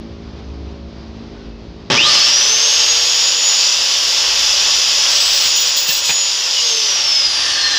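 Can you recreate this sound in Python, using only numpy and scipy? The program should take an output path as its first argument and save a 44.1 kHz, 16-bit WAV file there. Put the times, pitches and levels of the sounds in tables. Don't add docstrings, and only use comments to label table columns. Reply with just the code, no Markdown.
import sys
import numpy as np
from scipy import signal
from scipy.fft import rfft, irfft, next_fast_len
from scipy.io import wavfile
from scipy.ndimage import uniform_filter1d, minimum_filter1d

SR = 44100
rng = np.random.default_rng(int(sys.argv[2]) if len(sys.argv) > 2 else 0)


def master_out(mix):
    frames = np.transpose(np.atleast_2d(mix))
    ceiling = np.clip(frames, -1, 1)
    pcm = np.round(ceiling * 32767).astype(np.int16)
    wavfile.write(sys.argv[1], SR, pcm)


def to_linear_factor(level_db):
    exponent = np.asarray(level_db, float) / 20
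    return 10 ** exponent


N = 343098
TIME = np.arange(N) / SR
PADDED = next_fast_len(N + SR // 10)
HZ = np.maximum(np.arange(PADDED // 2 + 1) * SR / PADDED, 1)
START_S, OFF_S = 1.9005, 6.575
FREE_TURNS_PER_S = 494.7
TOP_CUT_HZ = 15510


def rms_one(x):
    return x / np.sqrt(np.mean(x ** 2) + 1e-20)


def in_time(points):
    s, value = np.transpose(points)
    return np.interp(TIME, s, value)


def bell(s, length):
    return np.exp(-np.minimum(.5 * ((TIME - s) / length) ** 2, 30))


def drift(rate):
    knots_per_s = 400
    knots = rng.standard_normal(int(N / SR * knots_per_s) + 900)
    r = np.exp(-2 * np.pi * rate / knots_per_s)
    slow = signal.lfilter([1], [1, -2 * r, r * r], knots)[800:]
    return np.interp(TIME * knots_per_s, np.arange(len(slow)), rms_one(slow))


def colour(points):
    hz, db = np.transpose(points)
    return to_linear_factor(np.interp(np.log(HZ), np.log(hz), db))


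def shaped(x, gain):
    return rms_one(irfft(rfft(x, PADDED) * gain, PADDED)[:N])


def resonate(x, hz, width):
    r = np.exp(-np.pi * width / SR)
    poles = [1, -2 * r * np.cos(2 * np.pi * hz / SR), r * r]
    return signal.lfilter(np.array([1, 0, -1]) * (1 - r * r) / 2, poles, x)


def ringing(x, modes):
    return sum(to_linear_factor(db) * rms_one(resonate(x, hz, width)) for hz, width, db in modes)


def contacts(per_s, spread_db):
    sizes = to_linear_factor(spread_db * np.minimum(rng.exponential(1, N), 5)) * rng.choice([-1, 1], N)
    return rms_one(sizes * (rng.random(N) < per_s / SR))


def compressor():
    # pitch_hz, level_db
    hum_lines = [(113.0, -46), (172.3, -44), (226.1, -39), (279.9, -44), (333.8, -44), (398.4, -46),
                 (441.4, -52), (500.6, -56), (554.5, -53), (613.7, -58), (683.7, -60), (721.4, -61)]
    # pitch_hz, level_db (per Hz)
    shop_noise = [(15, -40), (25, -11), (66, 9), (176, -1), (224, -2), (326, -3), (394, -7), (729, -10.5),
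                  (1120, -13.5), (1670, -19.5), (4870, -19), (6200, -28.5), (8320, -53), (12100, -70),
                  (15000, -72)]
    # time_s, level_db
    duck = [(0, 0.5), (.9, 0.5), (1.3, 0.5), (1.88, -1), (1.95, -3), (2.45, -9.5), (3.7, -16.5),
            (4.4, -13.5), (6.1, -17.5), (7.78, -11.5)]
    # centre_s, pitch_hz, level_db, length_s
    drone_events = [
        (.65, 68.8, -29, .35),
        (.3, 55, -38, .4),
        (1.5, 52, -39, .22),
        (2.85, 65, -46, .35),
        (4.6, 55, -46, .5),
        (5.7, 55, -50, .4),
        (7.5, 90, -48, .22),
        (7.4, 55, -51, .35),
    ]
    duck_db = in_time(duck)
    uneven = TIME + 0.00031 * drift(3.9)

    def waver(hz, db):
        return to_linear_factor(db + 2.5 * drift(3)) * np.sin(2 * np.pi * hz * uneven)

    lines = sum(waver(hz, db) for hz, db in hum_lines)
    noise = shaped(rng.standard_normal(N), colour(shop_noise))
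    drones = sum(bell(s, length) * to_linear_factor(2.0 * drift(26)) * waver(hz, db)
                 for s, hz, db, length in drone_events)
    hum = to_linear_factor(2 + 1.57 * duck_db) * lines
    return drones + hum + to_linear_factor(-37 + duck_db + 1.0 * drift(4.7)) * noise


def squeaks():
    # centre_s, pitch_hz, level_db, length_s
    slips = [
        (.45, 6300, -60, .004),
        (.71, 7000, -68, .003),
        (1.0, 4750, -57, .03),
        (1.4, 1500, -56, .05),
        (1.5, 2600, -59, .07),
        (5.91, 2700, -24, .025),
        (5.912, 1750, -27, .006),
        (6.585, 2920, -20, .02),
    ]
    rough = 0.78 * drift(48)
    return sum(to_linear_factor(db + 4) * bell(s, length) * np.sin(2 * np.pi * hz * TIME + rough)
               for s, hz, db, length in slips)


def knocks():
    # start_s, thump_db, ring_db, clack_db, length_s
    blows = [
        (1.9005, -29, -24, -22, .03),
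        (5.452, -48, -44, -23, 0.029),
        (5.761, -39, -44, -30, 0.014),
        (5.883, -35.5, -40, -30, 0.028),
        (6.09, -35, -16.5, -15.5, 0.028),
    ]
    # pitch_hz, width_hz, level_db
    ring_modes = [(460, 42, -12), (880, 63, -4.5)]
    # pitch_hz, width_hz, level_db
    clack_modes = [(1860, 600, 4), (2474, 110, 5.5), (3130, 420, 12), (4400, 650, -23), (6260, 150, -26)]
    crack_cut = signal.butter(4, 7200, fs=SR, output="sos")
    burst = signal.sosfilt(crack_cut, contacts(9000, 2.2))
    table_band = signal.butter(2, [75, 400], "band", fs=SR, output="sos")
    thump = rms_one(signal.sosfilt(table_band, burst))
    ring = ringing(burst, ring_modes)
    clack = to_linear_factor(-11.5) * ringing(burst, clack_modes) + to_linear_factor(-16.5) * rms_one(burst)
    out = 0
    for s, thump_db, ring_db, clack_db, length in blows:
        since = TIME - s
        fade = np.clip(since / .004, 0, 1) * np.exp(-np.clip(since / length, 0, 6) ** 2)
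        out = out + fade * (to_linear_factor(thump_db) * thump + to_linear_factor(ring_db) * ring + to_linear_factor(clack_db) * clack)
    return out


def speed():
    # missing_turns_per_s at the start, time_constant_s
    lags = [(226.9, .4315), (197.4, .1218)]
    # time_s, lost_turns_per_s
    load_sag = [(5.06, 0), (5.43, 4.2), (5.8, 4.5), (6.1, 7), (6.575, 2.8)]
    since = np.maximum(TIME - START_S, 0)
    missing = sum(lack * np.exp(-since / lag) for lack, lag in lags)
    driven = FREE_TURNS_PER_S - missing - in_time(load_sag)
    return driven * (1 + .4265 * np.maximum(TIME - OFF_S, 0)) ** -1.2786


def torque_beat(depth):
    beat_hz = 119.8
    pull = np.exp(-np.maximum(TIME - START_S, 0) / .4)
    return 1 + np.clip(depth * pull, 0, 1) * np.cos(2 * np.pi * beat_hz * TIME + 0.83)


def whine():
    # pitch_hz, level_db
    fan_cowl = [(1800, -56), (2550, -8), (3500, -16), (3950, -32), (4400, -23), (4950, -25), (5250, -38),
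                (6000, -36)]
    # pitch_hz, width_hz, top_db, beside_db
    stand = (452, 44, -36, -52)
    # time_s, level_db
    slot_whine = [(1.97, -38), (2.03, -17), (2.12, -16.5), (2.6, -18), (3.2, -23.5), (3.56, -17),
                  (3.8, -33.5), (5.0, -27.5), (5.34, -50), (5.48, -24.5), (6.0, -27), (6.22, -21.5),
                  (6.46, -35), (6.68, -23), (6.95, -21), (7.28, -14.5), (7.5, -28), (7.78, -19.5)]
    # pitch_hz, level_db
    slot_octave = [(6000, -42), (9000, -43), (10000, -44), (11000, -54), (12500, -54), (13500, -50),
                   (13900, -48)]
    rate = speed()
    turns = np.cumsum(rate) / SR

    def line(order):
        phase = 2 * np.pi * order * turns + .3 * drift(30)
        return np.sqrt(2) * np.sin(phase) * to_linear_factor(1.5 * drift(12))

    stand_hz, stand_width, top_db, beside_db = stand
    off_peak = (rate - stand_hz) / stand_width * 2
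    unbalance = to_linear_factor(beside_db + 1.285 * drift(4.6)) + to_linear_factor(top_db) / (1 + off_peak ** 4)
    out = unbalance * line(1) + to_linear_factor(-47.5) * (rate / 494) ** 4 * line(2)

    breathy = np.clip((TIME - 2.05) / 0.16, 0, 1)
    fan = line(12) * (1 + breathy * (1.8 * drift(60) - .3)) * torque_beat(2.7)
    fan_db = np.interp(12 * rate, *np.transpose(fan_cowl)) + 2.9 * breathy * drift(4.1)
    out += to_linear_factor(fan_db - 17 * (TIME > OFF_S)) * fan

    mesh_peak = 1 / (1 + ((6 * rate - 2200) / 110) ** 2)
    out += to_linear_factor(-35.5) * mesh_peak * line(6)
    out += to_linear_factor(-30) * bell(2.09, 0.031) * line(18) * torque_beat(0.9)

    out += to_linear_factor(in_time(slot_whine) + 1.8 * drift(11)) * line(14) * torque_beat(.9)
    screened_db = -13 * bell(5.8, .35)
    octave_db = np.interp(28 * rate, *np.transpose(slot_octave)) + screened_db + 2.1 * drift(2.6)
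    out += to_linear_factor(octave_db) * line(28)
    return out + to_linear_factor(-63) * line(42) * (rate * 42 < TOP_CUT_HZ)


def roar():
    # pitch_hz, level_db (per Hz)
    roar_colour = [(90, -2.5), (394, -12.5), (487, -16), (1130, -13), (2400, -13), (2580, -7.5),
                   (4400, -5.5), (4700, -5.5), (6000, -7), (6200, -6), (7400, -12.5), (8580, -27.5),
                   (9950, -24), (12300, -38)]
    # pitch_hz, width_hz, level_db
    base_plate = [(574, 12, -21), (866, 16, -27)]
    # pitch_hz, width_hz, level_db
    housing = [(1113, 80, -27), (2740, 190, -48), (2961, 130, -30), (3280, 540, -17), (3600, 300, -20),
               (4840, 300, -14.5), (5153, 340, -9.5), (5450, 140, -15.5), (5790, 35, -16.5),
               (14500, 1300, -0.5)]
    zone_edges = (450, 2400, 8000, 11500)
    # time_s, level_db
    loudness = [(1.9, -17.5), (2.01, -13.5), (2.13, -10), (2.42, -12.5), (2.6, -13.5), (3.55, -14),
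                (4.14, -14.5), (4.63, -14), (5.12, -12.5), (5.47, -15), (5.8, -17), (6.39, -17),
                (6.62, -16.5), (6.9, -16), (7.3, -16.5), (7.78, -15.5)]
    drive = contacts(12000, 1.95) * to_linear_factor(0.21 * drift(56)) * torque_beat(0.46)
    drive = drive + ringing(drive, base_plate + housing)
    gain = colour(roar_colour) / (1 + (120 / HZ) ** 4)
    below = [0] + [1 / (1 + (HZ / edge) ** 8) for edge in zone_edges] + [1]

    def jolt(db, lag_s):
        return to_linear_factor(db) * np.exp(-np.maximum(TIME - START_S - .01, 0) / lag_s)

    body = to_linear_factor(in_time(loudness))
    frame = to_linear_factor(-41) * body + jolt(-15, 0.084)
    guard = to_linear_factor(-11) * body + jolt(-16.5, .12)
    air = to_linear_factor(-20) * body * (speed() / FREE_TURNS_PER_S) ** 2.2
    top = to_linear_factor(-10.5) * air + to_linear_factor(-38) * body
    out = 0
    for low, high, strength in zip(below, below[1:], (frame, guard, body, air, top)):
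        zone = shaped(drive, gain * np.sqrt(high - low))
        out = out + strength * to_linear_factor(-2.0 + 0.89 * drift(2.7)) * zone
    return out


def rattle():
    # pitch_hz, width_hz, level_db
    guard_modes = [(470, 30, -20), (820, 20, -19), (1640, 24, -2), (1780, 50, 3), (3300, 260, -1)]
    # pitch_hz, width_hz, level_db
    pivot_modes = [(1205, 16, -5)]
    # centre_s, level_db, length_s
    pivot_buzz = [
        (1.948, -16.5, 0.018),
        (2.08, -18.5, .04),
        (2.2, -26, 0.088),
        (7.66, -30, 0.18),
    ]
    slack = np.maximum(TIME - 7.105, 0)
    sheet = to_linear_factor(-33) * bell(START_S, 0.4) + to_linear_factor(-42 + 23.5 * slack) * np.clip(slack / 0.32, 0, 1)
    pivot = sum(to_linear_factor(db) * bell(s, length) for s, db, length in pivot_buzz)
    dull = signal.butter(6, 3400, fs=SR, output="sos")
    backlash = signal.sosfilt(dull, contacts(7000, 2.5))
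    return sheet * to_linear_factor(-0.5) * ringing(backlash, guard_modes) + pivot * ringing(backlash, pivot_modes)


def cut():
    # start_s, length_s, grind_db, low_squeal_db, top_squeal_db
    bites = [
        (5.082, 0.11, -36, -37, -40),
        (5.19, .12, -35, -26, -38),
        (5.324, 0.12, -33.5, -33, -30),
        (5.436, 0.036, -34, -45, -34),
        (5.547, 0.13, -38, -40, -29),
        (5.755, 0.032, -31.5, -38, -19.5),
        (5.863, 0.055, -33.5, -34, -21),
        (5.916, 0.058, -38, -30, -35),
        (6.038, .07, -30, -35, -37),
    ]
    # time_s, pitch_hz
    low_squeal = [(5.08, 7860), (5.2, 7790), (5.45, 7745), (6.12, 7700)]
    # pitch_hz, level_db (per Hz)
    grind_colour = [(2000, -6), (2700, 15.5), (5000, 19), (7600, 11.5), (9000, -4.5), (12500, -5),
                    (15000, 3), (15600, -5)]

    def held(s, length):
        attack = np.clip((TIME - s) / 0.018, 0, 1)
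        return attack * np.exp(-np.clip((TIME - s - length) / 0.034, 0, 30))

    grind, low, top = sum(held(s, length) * to_linear_factor(np.array(db))[:, None] for s, length, *db in bites)
    grind = grind + to_linear_factor(-48) * held(bites[0][0], bites[-1][0] - bites[0][0])
    teeth = contacts(14000, 1.8)
    middle_hz, middle_width = 11570, 50.
    middle = resonate(resonate(teeth, middle_hz, middle_width), middle_hz, middle_width)
    middle = rms_one(middle) * (TIME > 5.92)
    phase = 2 * np.pi * np.cumsum(in_time(low_squeal)) / SR
    squeal = low * (np.sin(phase + .8 * drift(46)) * to_linear_factor(2.6 * drift(33)) + to_linear_factor(-14) * middle)
    squeal += top * np.sin(2 * phase + .7 * drift(60)) * to_linear_factor(3.5 * drift(35))
    return squeal + grind * to_linear_factor(11.0 + 2.2 * drift(38)) * shaped(teeth, colour(grind_colour))


def workshop(x):
    t60_s, room_db = .33, -12.5
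    t = np.arange(int(.5 * SR)) / SR
    echo = rng.standard_normal(len(t)) * to_linear_factor(-60 * t / t60_s) * (t > .004)
    echo = signal.lfilter([1], [1, -.3], echo)
    return x + to_linear_factor(room_db) * signal.fftconvolve(x, echo / np.sqrt(np.sum(echo ** 2)))[:N]


def scene():
    switched_on = np.clip((TIME - START_S) / .001, 0, 1)
    saw = (whine() + roar() + rattle()) * switched_on + cut() + knocks() + squeaks()
    return np.tile(workshop(saw) + compressor(), (2, 1))


def top_cut(x):
    return signal.sosfilt(signal.butter(12, 16290, fs=SR, output="sos"), x)


def record(dry):
    room_left = np.minimum(1, 0.82 / (np.abs(dry) + 1e-9))
    gain = uniform_filter1d(minimum_filter1d(room_left, size=129), size=129)
    low_pass = signal.ellip(10, .3, 80, TOP_CUT_HZ, fs=SR, output="sos")
    return top_cut(signal.sosfilt(low_pass, dry * gain))


dry = scene()
out = record(dry)
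master_out(out)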